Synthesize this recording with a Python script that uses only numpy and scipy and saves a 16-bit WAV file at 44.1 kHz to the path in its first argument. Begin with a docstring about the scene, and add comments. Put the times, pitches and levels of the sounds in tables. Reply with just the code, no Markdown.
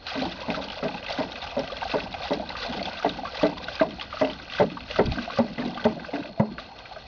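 """Jug poured into a nylon bag

An open field, with the microphone of a small camera a few steps from the pour.
Water leaves a plastic jug; air gulps back and rings the air pocket, a bubble in the neck and the jug.
The stream lands in a nylon bag as a fizz and gurgle of many tiny ringing bubbles, with splats on top.
Light wind, as shaped noise and dying low sines, rumbles on the microphone.
Under it lie a faint hiss of shaped noise and a thin steady sine whine."""
import sys
import numpy as np
from scipy import signal
from scipy.fft import rfft, irfft, next_fast_len
from scipy.io import wavfile
from scipy.ndimage import uniform_filter1d

SR = 44100
rng = np.random.default_rng(int(sys.argv[2]) if len(sys.argv) > 2 else 0)


def wav_out(sig):
    """Save sig, one row per channel (or a flat mono array), as 16-bit PCM at SR to the path in sys.argv[1]."""
    wavfile.write(sys.argv[1], SR, np.round(np.clip(np.atleast_2d(sig).T, -1, 1) * 32767).astype(np.int16))


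N = 311780


def gain_of(db):
    """Turns decibels into an amplitude factor."""
    return 10 ** (np.asarray(db) / 20)


def evened(x):
    """Brings x to rms 1."""
    return x / np.sqrt(np.mean(x ** 2) + 1e-20)


def curves(rows):
    """Draws every column after the first as a curve over all samples."""
    start_s, *columns = np.transpose(rows)
    return [np.interp(np.arange(N) / SR, start_s, column) for column in columns]


def coloured(x, points):
    """Filters x by a table of pitch_hz, gain_db, and brings it to rms 1."""
    size = next_fast_len(N)
    pitch_hz, gain_db = np.transpose(points)
    hz = np.fft.rfftfreq(size, 1 / SR)
    gain = gain_of(np.interp(np.log(hz + 1), np.log(pitch_hz + 1), gain_db))
    return evened(irfft(rfft(x, size) * gain, size)[:N])


def add(mix, start_s, sound):
    """Lays a sound into the mix, cut off at the end of the mix."""
    part = mix[round(start_s * SR):][:len(sound)]
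    part += sound[:len(part)]


def ring(hz, t60, rise=0., attack=0.0029):
    """A dying sine whose pitch climbs by the share rise over its t60, as a bubble nearing the surface."""
    t60 = np.clip(t60, .002, 1)
    t = np.arange(int(t60 * SR)) / SR
    swing = np.sin(2 * np.pi * hz * (t + rise * t ** 2 / (2 * t60)))
    return swing * gain_of(-60 * t / t60) * (1 - np.exp(-t / attack))


def grains(lo_hz, hi_hz, cycles, per_s, spread_db, rise, count):
    """Random bubbles of many sizes; each rings for about the same number of cycles, a few are loud."""
    out = np.zeros(N)
    for hz in np.geomspace(lo_hz, hi_hz, count):
        at = rng.integers(0, N, int(per_s / count * N / SR))
        loudness_db = spread_db * np.minimum(rng.exponential(1, len(at)), 5)
        pops = np.bincount(at, gain_of(loudness_db), N)
        out += signal.oaconvolve(pops, ring(hz, cycles / hz, rise, attack=1 / hz))[:N]
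    return evened(out)


SURGE_LEAD_S, SURGE_RISE_S, SURGE_FALL_S = .08, .045, .03  # full this long before a gulp; swell; thinning
SURGE_LAG_S, LAG_S_PER_DB = .0, -.003  # at a 0 dB gulp; a harder gulp cuts the surge off sooner


def surge_db():
    """Before each gulp the water rushes out, holds, and thins once the air is in; the strongest surge rules."""
    t = np.arange(N) / SR
    swells = []
    for start_s, level_db, *_, surge, _, _ in GULPS:
        swelling = (t - start_s + SURGE_LEAD_S) / SURGE_RISE_S
        thinning = (start_s + SURGE_LAG_S + LAG_S_PER_DB * level_db - t) / SURGE_FALL_S
        swells.append(surge * np.clip(np.minimum(swelling, thinning) + 1, 0, 1))
    return np.max(swells, axis=0)


# the stream at the bag, before surges, bursts and splats are laid on:
# start_s [s], fizz_db [dB before CALM_DB], gurgle_db [dB]
STREAM_LEVELS = [(0.0, -50, -53), (0.1, -42, -47), (0.62, -44, -44), (1.3, -42.5, -43), (2.4, -43, -44),
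                 (2.75, -42, -42), (3.0, -43, -46), (3.6, -43, -47), (4.05, -48, -56), (4.35, -44, -50),
                 (4.8, -46, -56), (5.3, -45, -50), (5.75, -46, -47), (5.95, -49.5, -46), (6.2, -48, -48),
                 (6.32, -52, -56), (6.5, -51, -62), (6.7, -47.5, -50), (7.07, -49, -56)]
# tone of the fizz: pitch_hz [Hz], gain_db [dB, relative]
FIZZ_TONE = [(590, -21), (1000, -15.5), (1190, -3), (1310, -9.5), (1540, 0.5), (1790, -13.5), (1980, -0.5),
             (2180, -9.5), (2530, 1.5), (2970, -2.5), (3510, 1), (4450, 0.5), (5400, -6), (6680, -17),
             (8680, -57), (14700, -120)]
CALM_DB = -2.  # trim of the fizz without splats
GURGLE_FOLLOWS = .6  # share of the surge, in dB, that the gurgle takes
BURST_UNDER_DB, BURST_T60_S = -16, .17  # the gurgle bursts with each gulp
SPRAY_UNDER_DB, STIR_UNDER_DB, SPRAY_T60_S = -23., -28., .25  # what a splat leaves in fizz and gurgle


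def stream():
    """Bubbles small and large ring where the water lands in the bag: fine fizz over mid gurgle."""
    fizz_db, gurgle_db = curves(STREAM_LEVELS)
    surge = surge_db()
    t = np.arange(SR // 2) / SR
    gurgling = gain_of(gurgle_db + GURGLE_FOLLOWS * surge)
    for start_s, level_db, *_ in GULPS:
        add(gurgling, start_s, gain_of(level_db + BURST_UNDER_DB - 60 * t / BURST_T60_S))
    spraying = gain_of(fizz_db + surge + CALM_DB)
    for start_s, level_db, _ in SPLATS_ON_BAG:  # every splat throws up spray and stirs the gurgle
        dying_db = level_db - 60 * t / SPRAY_T60_S
        add(spraying, start_s, gain_of(dying_db + SPRAY_UNDER_DB) * (1 - np.exp(-t / .004)))
        add(gurgling, start_s, gain_of(dying_db + STIR_UNDER_DB))
    # splashes land in clumps
    flicker = evened(uniform_filter1d(uniform_filter1d(rng.standard_normal(N), 500), 500))
    fizz = grains(1087, 5955, cycles=28., per_s=6500., spread_db=3.5, rise=0.056, count=30)
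    fizz = coloured(fizz + 0.45 * rng.standard_normal(N), FIZZ_TONE)
    fizz = evened(fizz * gain_of(2.2 * flicker))
    gurgle = grains(500, 980, cycles=22.0, per_s=450., spread_db=3.5, rise=0.049, count=14)
    return fizz * spraying + gurgle * gurgling


# rumble of the wind on the microphone: start_s [s], level_db [dB rms]
WIND_LEVELS = [(0.0, -49), (2.3, -46), (3.0, -49), (4.75, -49), (5.02, -41), (5.3, -51), (5.7, -48),
               (6.0, -54), (7.07, -52)]
# tone of the rumble: pitch_hz [Hz], gain_db [dB, relative]
RUMBLE_TONE = [(8.8, -48), (15, -11), (59, 7), (92, 1), (204, -8), (255, -2.5), (298, -11.5), (340, -24.5),
               (440, -46), (750, -120)]
# puffs that thump the microphone: start_s [s], level_db [dB], pitch_hz [Hz]
WIND_THUMPS = [(5.052, -15, 70), (5.082, -8, 112), (5.096, -14, 74.7), (5.112, -11, 80)]


def wind():
    """Air pushes on the microphone: low noise of lumpy level, and a few thumps as dying low sines."""
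    lumps = evened(uniform_filter1d(uniform_filter1d(rng.standard_normal(N), 1500), 1500))
    rumble = evened(coloured(rng.standard_normal(N), RUMBLE_TONE) * gain_of(1.7 * lumps))
    out = rumble * gain_of(curves(WIND_LEVELS)[0])
    for start_s, level_db, pitch_hz in WIND_THUMPS:
        add(out, start_s, gain_of(level_db) * ring(pitch_hz, 3.5 / pitch_hz, attack=0.0026))
    return out


# tone of the hiss of field and camera: pitch_hz [Hz], gain_db [dB, relative]
HISS_TONE = [(59, -29), (100, 2), (272, -3), (400, 7), (742, 12), (900, 6.5), (1190, -7), (1760, -11),
             (1950, -12.5), (3490, -15), (4380, -9), (5300, -15), (6680, -35), (8680, -87.5), (14700, -120)]
HISS_DB = -52  # rms
# the thin whine: pitch_hz [Hz], level_db [dB rms]
WHINE_TONES = [(4290, -58)]


def background():
    """Steady hiss of field and camera as shaped noise, with one thin whine as a sine."""
    t = np.arange(N) / SR
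    out = gain_of(HISS_DB) * coloured(rng.standard_normal(N), HISS_TONE)
    for pitch_hz, level_db in WHINE_TONES:
        out += np.sqrt(2) * gain_of(level_db) * np.sin(2 * np.pi * pitch_hz * t)
    return out


# splats of water on nylon and water: start_s [s], level_db [dB peak], pitch_hz [Hz, centre]
SPLATS_ON_BAG = [(0.067, -20, 4020), (0.1052, -26, 3310), (0.2186, -21.5, 4000), (0.2522, -25.5, 3800),
                 (0.502, -19, 2520), (0.5441, -23, 1310), (0.6403, -27, 4400), (0.6833, -27, 3010),
                 (0.7008, -25, 2940), (0.826, -27, 1320), (0.882, -25, 2550), (0.943, -27, 2600),
                 (0.9792, -28, 2680), (1.0276, -28, 2870), (1.063, -25, 2600), (1.0838, -27, 2010),
                 (1.1, -26, 4000), (1.125, -27, 4600), (1.1757, -27, 1600), (1.3184, -26, 3730),
                 (1.3563, -27, 2550), (1.417, -27, 3700), (1.425, -26, 3500), (1.5923, -26, 5400),
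                 (1.6751, -28, 2810), (1.7, -29, 1180), (1.7205, -27, 3350), (1.7669, -26, 3320),
                 (1.8113, -26, 2730), (1.8282, -24, 1570), (1.8941, -26, 2560), (1.915, -23, 2580),
                 (1.9829, -24, 1490), (2.0023, -22, 2620), (2.1246, -28, 3780), (2.141, -24, 2480),
                 (2.2222, -29.5, 2480), (2.3333, -22.5, 3910), (2.4904, -25.5, 3960), (2.503, -27, 2000),
                 (2.552, -25, 1200), (2.567, -27, 2600), (2.601, -28, 4400), (2.6344, -25, 1480),
                 (2.663, -27, 4200), (2.724, -27, 3500), (2.7935, -27, 2060), (2.8273, -22, 4430),
                 (2.8546, -21, 3450), (2.9148, -30, 1490), (2.972, -28, 2700), (2.998, -27, 1250),
                 (3.025, -25, 1460), (3.092, -21, 3780), (3.251, -22, 1120), (3.3708, -24.5, 4000),
                 (3.4121, -27, 1140), (3.466, -26, 4000), (3.5793, -29, 3380), (3.6418, -25, 3890),
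                 (3.683, -21.5, 1465), (3.7534, -27, 4820), (3.7973, -20, 1570), (3.9075, -30.5, 3100),
                 (3.9962, -26, 2870), (4.0105, -19, 3220), (4.127, -24.5, 1200), (4.1708, -24.5, 1270),
                 (4.2473, -22, 2740), (4.2985, -26, 3050), (4.3974, -31, 1530), (4.4986, -26, 2710),
                 (4.535, -26, 3200), (4.5498, -27, 1480), (4.5843, -21, 1524), (4.7, -30, 2500),
                 (4.7705, -27, 1150), (4.805, -30, 2600), (4.909, -21.5, 2830), (4.9594, -21, 1300),
                 (5.0577, -26, 4600), (5.119, -22, 3960), (5.1567, -27, 1490), (5.183, -21.5, 1550),
                 (5.254, -30, 2610), (5.2999, -24.5, 1100), (5.3737, -23, 1190), (5.581, -26, 2000),
                 (5.6092, -31, 2100), (5.62, -28, 1750), (5.6511, -29, 4000), (5.675, -33, 2700),
                 (5.7448, -31, 3400), (5.774, -25, 1175), (5.796, -29, 1510), (5.8242, -33, 1500),
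                 (5.841, -23, 3200), (5.845, -25, 1500), (5.9948, -33, 1550), (6.045, -29, 1550),
                 (6.137, -31, 2100), (6.1578, -27, 1610), (6.225, -32, 1500), (6.2552, -32, 2450),
                 (6.5812, -23, 1520), (6.588, -29, 1180), (6.788, -32, 3700), (6.8544, -35, 2370),
                 (6.9597, -32, 1250)]
# modes of the air in the bag: pitch_hz [Hz], level_db [dB, relative]
BAG_MODES = [(1175, -1), (1510, 0), (2040, -2), (2600, 0), (3330, -1), (3900, -2), (4420, -3), (5300, -9)]
SPLAT_T60_S, SPLAT_CYCLES, SPRAY_CYCLES = .006, 36., 22.  # larger bubbles ring longer
SPLAT_SPREAD_S, SPLAT_WIDTH = .01, .62  # latest droplet; width in log pitch around the centre


def splats():
    """Each splat rings at its centre pitch; within milliseconds its droplets ring nearby modes of the bag."""
    out = np.zeros(N)
    all_draws = rng.random((len(SPLATS_ON_BAG), 3, len(BAG_MODES), 2))
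    for (start_s, level_db, hz), draws in zip(SPLATS_ON_BAG, all_draws):
        cluster = np.zeros(SR // 5)
        add(cluster, 0, 1.05 * ring(hz, SPLAT_T60_S + SPLAT_CYCLES / hz, 0.034, attack=0.0016))
        for droplet in draws:
            for (mode_hz, mode_db), (late, off) in zip(BAG_MODES, droplet):
                nearness = np.exp(-(np.log(mode_hz / hz) / SPLAT_WIDTH) ** 2)
                gain = gain_of(mode_db - 14 * late) * nearness  # later droplets are weaker
                droplet_hz = mode_hz * (1 + .14 * (off - .5))
                tone = ring(droplet_hz, SPRAY_CYCLES / mode_hz, 0.06, attack=1.5 / mode_hz)
                add(cluster, late * SPLAT_SPREAD_S, gain * tone)
        add(out, start_s, gain_of(level_db) * cluster / abs(cluster).max())
    return out


# single gurgling bubbles that stand out: start_s [s], level_db [dB], pitch_hz [Hz]
CLEAR_BUBBLES = [(0.118, -27, 762), (0.431, -31, 960), (0.501, -28, 683), (0.89, -26, 850),
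                 (0.912, -32, 680), (0.948, -29, 800), (1.096, -25.5, 860), (1.72, -23.5, 500),
                 (1.819, -19.5, 882), (1.855, -21.5, 750), (2.062, -30, 750), (2.141, -24, 770),
                 (2.232, -27, 720), (2.253, -21, 767), (2.397, -20, 650), (2.423, -24.5, 770),
                 (2.662, -27, 670), (2.724, -25.5, 780), (2.809, -24, 685), (2.873, -22.5, 742),
                 (3.187, -23.5, 810), (3.234, -19.5, 719), (3.27, -27, 1130), (3.39, -31, 680),
                 (3.518, -28, 800), (3.682, -27, 650), (3.985, -31, 750), (4.222, -12, 620),
                 (4.243, -16, 690), (4.633, -14, 640), (4.768, -33.5, 925), (4.902, -27.5, 580),
                 (4.96, -31, 643), (5.119, -26, 772), (5.277, -21, 708), (5.373, -28, 577),
                 (5.755, -28, 740), (5.966, -28, 620), (6.085, -28, 600), (6.245, -30, 650),
                 (6.29, -34, 650), (6.376, -29, 643), (6.425, -19, 550), (6.583, -34, 590),
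                 (6.712, -36, 781), (6.912, -31, 732), (6.964, -31, 657)]
BUBBLE_T60_S, BUBBLE_S_PER_DB = .055, -.002  # at -25 dB; louder bubbles burst sooner


def bubbles():
    """Each clear bubble is a short rising ring, with a slightly weaker neighbour, a little larger or smaller,
    just after."""
    out = np.zeros(N)
    twins = rng.uniform(-0.83, 1, len(CLEAR_BUBBLES))
    for (start_s, level_db, hz), twin in zip(CLEAR_BUBBLES, twins):
        t60 = BUBBLE_T60_S + BUBBLE_S_PER_DB * (level_db + 25)
        add(out, start_s, gain_of(level_db) * ring(hz, t60, 0.17, attack=0.001))
        add(out, start_s + .006, gain_of(level_db - 0.5) * ring(hz * (1 + .2 * twin), t60, 0.038))
    return out


# upper modes of the jug, rung by every gulp:
# pitch_hz [Hz], level_db [dB, relative, before the brightness of the gulp], t60_s [s]
JUG_MODES = [(340, -7, .03), (425.4, -5, 0.058), (530, -11, .04), (740, -11, .04), (875, -11, 0.04),
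             (1010, -20, .03), (1173, -15, .03), (1319, -18, .03), (1620, -25, 0.042), (2000, -13, 0.017),
             (2550, -22, .015), (3200, -29, .012)]
BRIGHT_DB, BRIGHT_PER_DB = 3., .15  # at a 0 dB gulp; a harder gulp rings the upper modes more
CHURN_T60_S, CHURN_S_PER_DB = .17, -.008  # at a 0 dB gulp; a harder gulp churns more briefly
POCKET_T60_S, POCKET_S_PER_DB = .025, -.0025  # at 0 dB; a harder gulp breaks the pocket up sooner
AFTER_DB = -5.5  # once the neck closes the churn drops by this much, then dies


def gulp(db, air_hz, neck_hz, air_db, open_s, knock, kicks):
    """Two knocks and a churn, full while the neck is open, ring the air pocket, neck bubble and jug."""
    t = np.arange(len(kicks)) / SR
    gushing = 1 / (1 + (t / max(open_s, .002)) ** 8)
    churn_t60 = max(CHURN_T60_S + CHURN_S_PER_DB * db, .01)
    churn = kicks * (gushing + (1 - gushing) * gain_of(AFTER_DB - 60 * t / churn_t60))
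    add(churn, 0, np.array([1.5 * knock]))  # the neck starts to clear
    add(churn, 1 / air_hz, np.array([3.5 * knock]))  # and opens one swing of the pocket later
    body = np.zeros(SR // 4)
    add(body, 0, gain_of(1.5) * ring(neck_hz, 0.042, -0.014, attack=0.0013))
    # the pocket shrinks and its pitch climbs
    pocket = ring(air_hz, POCKET_T60_S + POCKET_S_PER_DB * db, .1, attack=.002)
    add(body, 0, gain_of(air_db) * pocket)
    add(body, 0, gain_of(air_db - 13) * ring(air_hz * 1.04, .17, attack=.008))  # and hums on faintly
    # the slug of water thuds back
    add(body, 0, gain_of(air_db - 6.5) * ring(air_hz * .72, .04, .2, attack=.003))
    for mode_hz, mode_db, t60 in JUG_MODES:
        mode_gain = gain_of(mode_db + BRIGHT_DB + BRIGHT_PER_DB * db)
        add(body, 0, mode_gain * ring(mode_hz, t60, attack=0.0015))
    # keeps the gulp free of rumble below about 110 Hz
    bass_cut = signal.butter(2, 110, "high", fs=SR, output="sos")
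    sound = signal.sosfilt(bass_cut, signal.fftconvolve(churn, body))
    return gain_of(db) * sound / abs(sound).max()


# gulps of air into the jug: start_s [s], level_db [dB peak], air_hz [Hz, air pocket],
# neck_hz [Hz, bubble in the neck], air_db [dB, pocket over neck bubble before their fixed trims],
# slosh_db [dB against the gulp], surge_db [dB, of the stream], open_s [s, neck open],
# knock [firmness of the first knocks, relative]
GULPS = [(0.153, -21.5, 252, 624, -1, -15, 6, .04, .4), (0.215, -22.5, 260, 756, -3.5, -24, 3, .015, .6),
         (0.254, -25.5, 321, 755, -4, -29, 3, .015, .6), (0.484, -17.5, 252, 595, -1.5, -25, 4, .03, .3),
         (0.57, -20.5, 259, 592, 1, -28.5, 4, .01, 1.1), (0.828, -16, 253, 638, -4.5, -22, 3, .04, .45),
         (1.186, -16, 274, 634, -4, -24, 6, .032, .45), (1.567, -15, 254, 558, -4, -30, 4, .03, .3),
         (1.937, -12.5, 280, 580, -9.5, -25, 6, .022, .5), (2.308, -13.5, 296, 587, -7, -22, 6, .03, .5),
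         (2.679, -24.5, 242, 680, -1, -13, 5, .03, .4), (2.767, -26.5, 188, 728, 2, -14, 2, .015, .6),
         (3.046, -11.5, 284, 650, -7.5, -22, 6, .025, .6), (3.432, -5.5, 284, 643, -5, -28, 7, .028, .8),
         (3.813, -4.5, 296, 646, -12, -32, 7, .007, 1.1), (4.214, -10, 260, 615, -6, -26, 8, .014, .3),
         (4.6, -6.5, 188, 590, -8.5, -24.5, 8, .03, 1.1), (4.989, -5.5, 208.5, 611, -8.5, -21, 8, .018, .6),
         (5.173, -23.5, 229, 670, 8, -28, 3, .015, .8), (5.388, -8, 222, 570, 2.5, -26, 6, .015, .9),
         (5.579, -22, 250, 608, 3, -16, 3, .025, .7), (5.636, -24.5, 226, 743, 3, -15, 2, .025, .6),
         (5.854, -6, 215, 630, 5.5, -24, 2, .014, .9), (6.132, -20, 277, 680, -1, -13, 3, .03, .5),
         (6.398, -4, 205, 625, 2, -31, 0, .012, .7)]
SLOSH_S = .38  # the slosh holds at first, then has died by this time


def jug():
    """Air gulps into the jug; after each gulp the water rocks with a low slosh that dies away."""
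    out, rocking = np.zeros(N), np.full(N, gain_of(-61))
    shape = (len(GULPS), 12000)
    kicks = 1.05 * rng.standard_normal(shape) * (rng.random(shape) < 1500 / SR)  # about 1500 a second
    t = np.arange(SR // 2) / SR
    for row, row_kicks in zip(GULPS, kicks):
        start_s, level_db, air_hz, neck_hz, air_db, slosh_db, _, open_s, knock = row
        add(out, start_s - .002, gulp(level_db, air_hz, neck_hz, air_db, open_s, knock, row_kicks))
        sloshing = gain_of(level_db + slosh_db - 60 * (t / SLOSH_S) ** 2)
        add(rocking, start_s, sloshing * (1 - np.exp(-t / 0.015)))
    slosh = grains(170, 330, cycles=14., per_s=300., spread_db=2.5, rise=0.14, count=8)
    return out + rocking * slosh


def scene():
    """Everything that reaches the microphone, as one channel."""
    return (stream() + wind() + background() + splats() + bubbles() + jug())[None]


EDGE_HZ = 6830  # top of the camera's band


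def record(dry):
    """Gain control ducks milliseconds after loud sound, the preamplifier squeezes peaks, a low-pass limits the band."""
    power_db = 10 * np.log10(abs(uniform_filter1d(dry[0] ** 2, 300)) + 1e-12)
    fall = np.arange(N) * 68.0 / SR  # the held level falls by this many dB a second
    held_db = np.maximum.accumulate(power_db + fall) - fall
    over_db = np.maximum(held_db + 21.0, 0)  # above a threshold of -21 dB
    late_db = signal.lfilter([.004], [1, .004 - 1], over_db)  # lags by about 6 ms
    ducked = dry / gain_of(0.17 * late_db)
    squeezed = .5 * np.tanh(ducked / .5)
    low_pass = signal.firwin(401, EDGE_HZ, window=("kaiser", 9), fs=SR)
    return signal.oaconvolve(squeezed, low_pass[None], "same")


dry = scene()
out = record(dry)
wav_out(out)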